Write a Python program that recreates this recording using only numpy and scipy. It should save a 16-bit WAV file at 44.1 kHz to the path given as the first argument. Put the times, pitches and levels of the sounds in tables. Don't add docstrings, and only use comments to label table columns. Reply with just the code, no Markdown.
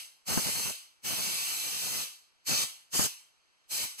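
import sys
import numpy as np
from scipy import signal
from scipy.fft import rfft, irfft, next_fast_len
from scipy.io import wavfile
from scipy.ndimage import uniform_filter1d, map_coordinates

SR = 44100
rng = np.random.default_rng(int(sys.argv[2]) if len(sys.argv) > 2 else 0)


def digitize_waveform(pressure):
    field = np.atleast_2d(pressure).T
    bounded = np.clip(field, -1, 1)
    quanta = np.round(bounded * 32767).astype(np.int16)
    wavfile.write(sys.argv[1], SR, quanta)


N = 176400
LEAD = SR // 2
TIME = np.arange(-LEAD, N) / SR
LEFT_PORT_DB = -5

# start_s, stop_s, opening_s, level_db, direct_boost_db, floor_echo_ms,
# bright_pitch_hz, bright_boost_db
BURSTS = [(-.4, -0.046, 0.0036, -37.5, 0, 1.0, 6000, 2), (0.273, .702, 0.0052, -36, 0.5, 0.96, 7900, 2),
          (1.047, 2.031, 0.0058, -36.5, 0, 2.6, 5130, -0.5),
          (2.471, 2.639, 0.0053, -37, 6.5, 1.65, 5000, 4), (2.936, 3.06, 0.007, -38, 9, 0.6, 6800, 6),
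          (3.71, 3.85, 0.0065, -38, 3, 2.8, 10000, 2.5), (3.99, 4.2, 0.0073, -41, 3, 2.14, 6000, 0)]
# pitch_hz, level_db
RUMBLE_TONE = [(25, -11.5), (60, -3), (130, 2.5), (220, -0.5), (450, -7.5), (900, -11), (1600, -10),
               (4000, -35)]


def amp(db):
    return 10 ** (np.asarray(db) / 20)


def unit(x):
    return x / np.sqrt(np.mean(x ** 2) + 1e-20)


def along(points, hz):
    pitches, values = np.transpose(points)
    return np.interp(np.log(hz + 1), np.log(pitches + 1), values)


def wobble(per_s):
    return map_coordinates(rng.standard_normal(2048), [(TIME - TIME[0]) * per_s], mode="wrap")


def filtered(x, response):
    size = x.shape[-1]
    padded = next_fast_len(size + SR // 4)
    return irfft(rfft(x, padded) * response(np.fft.rfftfreq(padded, 1 / SR)), padded)[..., :size]


def noise(tone, channels=2, size=len(TIME)):
    white = rng.standard_normal((channels, size))
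    return unit(filtered(white, lambda hz: amp(along(tone, hz))))


def valve(t, start, stop, opening_s, closing_s=0.011):
    opening = .5 * (1 + np.tanh((t - start) / (2 * opening_s)))
    return opening * np.exp(-np.maximum(t - stop, 0) / closing_s)


def room_tone():
    # pitch_hz, level_db
    quiet_tone = [(25, 1), (150, -5.5), (670, -9), (1800, -4), (4600, -6.5), (10000, -17), (15000, -36)]
    return amp(-70.5) * noise(quiet_tone)


def stray_air():
    # time_s, level_db
    draught = [(.3, -38.5), (.5, -43.5), (.68, -44.5), (1.15, -44.5), (1.38, -52.5), (1.75, -54.5),
               (2.0, -46), (2.47, -48), (2.53, -36), (2.62, -43), (3.0, -39.5), (3.06, -39.5),
               (3.75, -52.5), (4.0, -54.5)]
    lag_s, lump_db = 0.0046, 5.5
    blowing = sum(valve(TIME - lag_s, start, stop, opening_s, closing_s=0.0073)
                  for start, stop, opening_s, *_ in BURSTS)
    level_db = np.interp(TIME, *np.transpose(draught)) + lump_db * np.tanh(wobble(per_s=38))
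    return blowing * amp(level_db) * noise(RUMBLE_TONE)


def pops():
    # start_s, level_db
    hits = [(0.374, -10.5), (2.9936, -15)]
    pitch_hz, rise_s, swirl_db = 215, 0.00026, -13.5
    swing_fade_s, swirl_fade_s = .02, 0.084
    out, t = np.zeros(len(TIME)), np.arange(SR // 10) / SR
    onset = 1 - np.exp(-t / rise_s)
    for start_s, level_db in hits:
        swing = -np.sin(2 * np.pi * pitch_hz * t) * amp(-60 * t / swing_fade_s)
        swirl = noise(RUMBLE_TONE, channels=1, size=len(t))[0] * amp(swirl_db - 60 * t / swirl_fade_s)
        out[LEAD + round(start_s * SR):][:len(t)] += amp(level_db) * onset * (swing + swirl)
    return out


def room_ring(sound):
    # pitch_hz, fade_s
    fade_times = [(150, 0.29), (1000, 0.49), (2500, 0.43), (5000, 0.45), (9000, .41), (15000, 0.34)]
    delay_s = 0.0031
    hz, t, bands = signal.stft(rng.standard_normal((2, SR * 3 // 4)), SR, nperseg=256)
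    fade = amp(-60 * t / along(fade_times, hz)[:, None])
    tail = signal.istft(bands * fade, SR, nperseg=256)[1]
    tail *= np.clip(np.arange(tail.shape[1]) / SR / delay_s - 1, 0, 1)
    return signal.fftconvolve(sound, tail / np.linalg.norm(tail[0]), axes=1)[:, :len(TIME)]


def echo(pair, t, delay_ms):
    return np.array([np.interp(t - delay_ms / 1000, t, port) for port in pair])


def nozzle_drift(pair):
    depth_db = 1.78
    bands = signal.stft(pair, nperseg=512)[2]
    patches = uniform_filter1d(rng.standard_normal(bands.shape[1:]), size=3, axis=0)
    patches = uniform_filter1d(patches, size=16, axis=1)
    return signal.istft(bands * amp(depth_db * unit(patches)), nperseg=512)[1][:, :len(TIME)]


def jet_hiss():
    # pitch_hz, level_db
    jet_tone = [(60, -30.5), (400, -18), (900, -14.5), (1400, -11.5), (2200, -4), (3300, -4.5), (4600, -1),
                (6400, -2), (8000, -2), (9500, -5), (12000, -4), (14000, -7.5), (15300, -11)]
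    # pitch_hz, level_db
    ring_tone = [(60, -9), (400, -16), (900, -15.5), (1500, -8.5), (2400, -1), (3300, -0.5), (4600, 0),
                 (6400, -1), (9000, -0.5), (12000, -2.5), (14000, -7), (15300, -9)]
    sag_db, sag_s = 2.5, 0.21
    beam_octaves = 0.5
    floor_share, tank_share, tank_ms, ring_db = 0.41, .4, 4.3, -0.5
    jet, near, flow = noise(jet_tone), np.zeros((2, len(TIME))), np.zeros(len(TIME))
    flutter_db = 0.42 * wobble(per_s=20)
    sway = 1 + 0.053 * wobble(per_s=3)
    for start, stop, opening_s, level_db, direct_db, floor_ms, bright_hz, boost_db in BURSTS:
        span = slice(*np.searchsorted(TIME, [start - .06, stop + .12]))
        t = TIME[span]
        pressure_db = sag_db * np.exp(-np.maximum(t - start, 0) / sag_s)
        level = valve(t, start, stop, opening_s) * amp(level_db + pressure_db + flutter_db[span])
        bright_band = lambda hz: np.exp(-.5 * (np.log2((hz + 1) / bright_hz) / beam_octaves) ** 2)
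        beam = filtered(jet[:, span], lambda hz: amp(boost_db * bright_band(hz)))
        off_floor = floor_share * echo(beam, t, floor_ms * sway[span])
        off_tank = tank_share * echo(beam, t, tank_ms * sway[span])
        near[:, span] += level * amp(direct_db) * unit(beam + off_floor + off_tank)
        flow[span] += level
    return near + amp(ring_db) * room_ring(flow * noise(ring_tone))


def scene():
    left, right = nozzle_drift(jet_hiss()) + room_tone()
    left_air, right_air = stray_air()
    left = amp(LEFT_PORT_DB) * left + left_air + pops()
    right = right + amp(-11) * right_air
    return np.array([left, right])[:, LEAD:]


def record(dry):
    # pitch_hz, share
    cross_feed = [(100, 0.9), (600, 0.9), (1800, 0.38), (3570, 1), (5400, 0.51), (7150, 0.42), (8900, 0.16),
                  (10700, 0.48), (12500, .3), (14500, 0.55)]
    delay_s, top_hz = .00056, 15450
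    share = lambda hz: np.clip(along(cross_feed, hz), 0, 1)
    crossed = filtered(dry[::-1], lambda hz: share(hz) * np.exp(-2j * np.pi * hz * delay_s))
    shade = amp(LEFT_PORT_DB) ** 2
    power = lambda hz: np.array([shade + share(hz) ** 2, 1 + shade * share(hz) ** 2])
    treble_cut = lambda hz: 1 / (1 + (hz / top_hz) ** 120)
    return filtered(dry - crossed, lambda hz: treble_cut(hz) / np.sqrt(power(hz)))


dry = scene()
out = record(dry)
digitize_waveform(out)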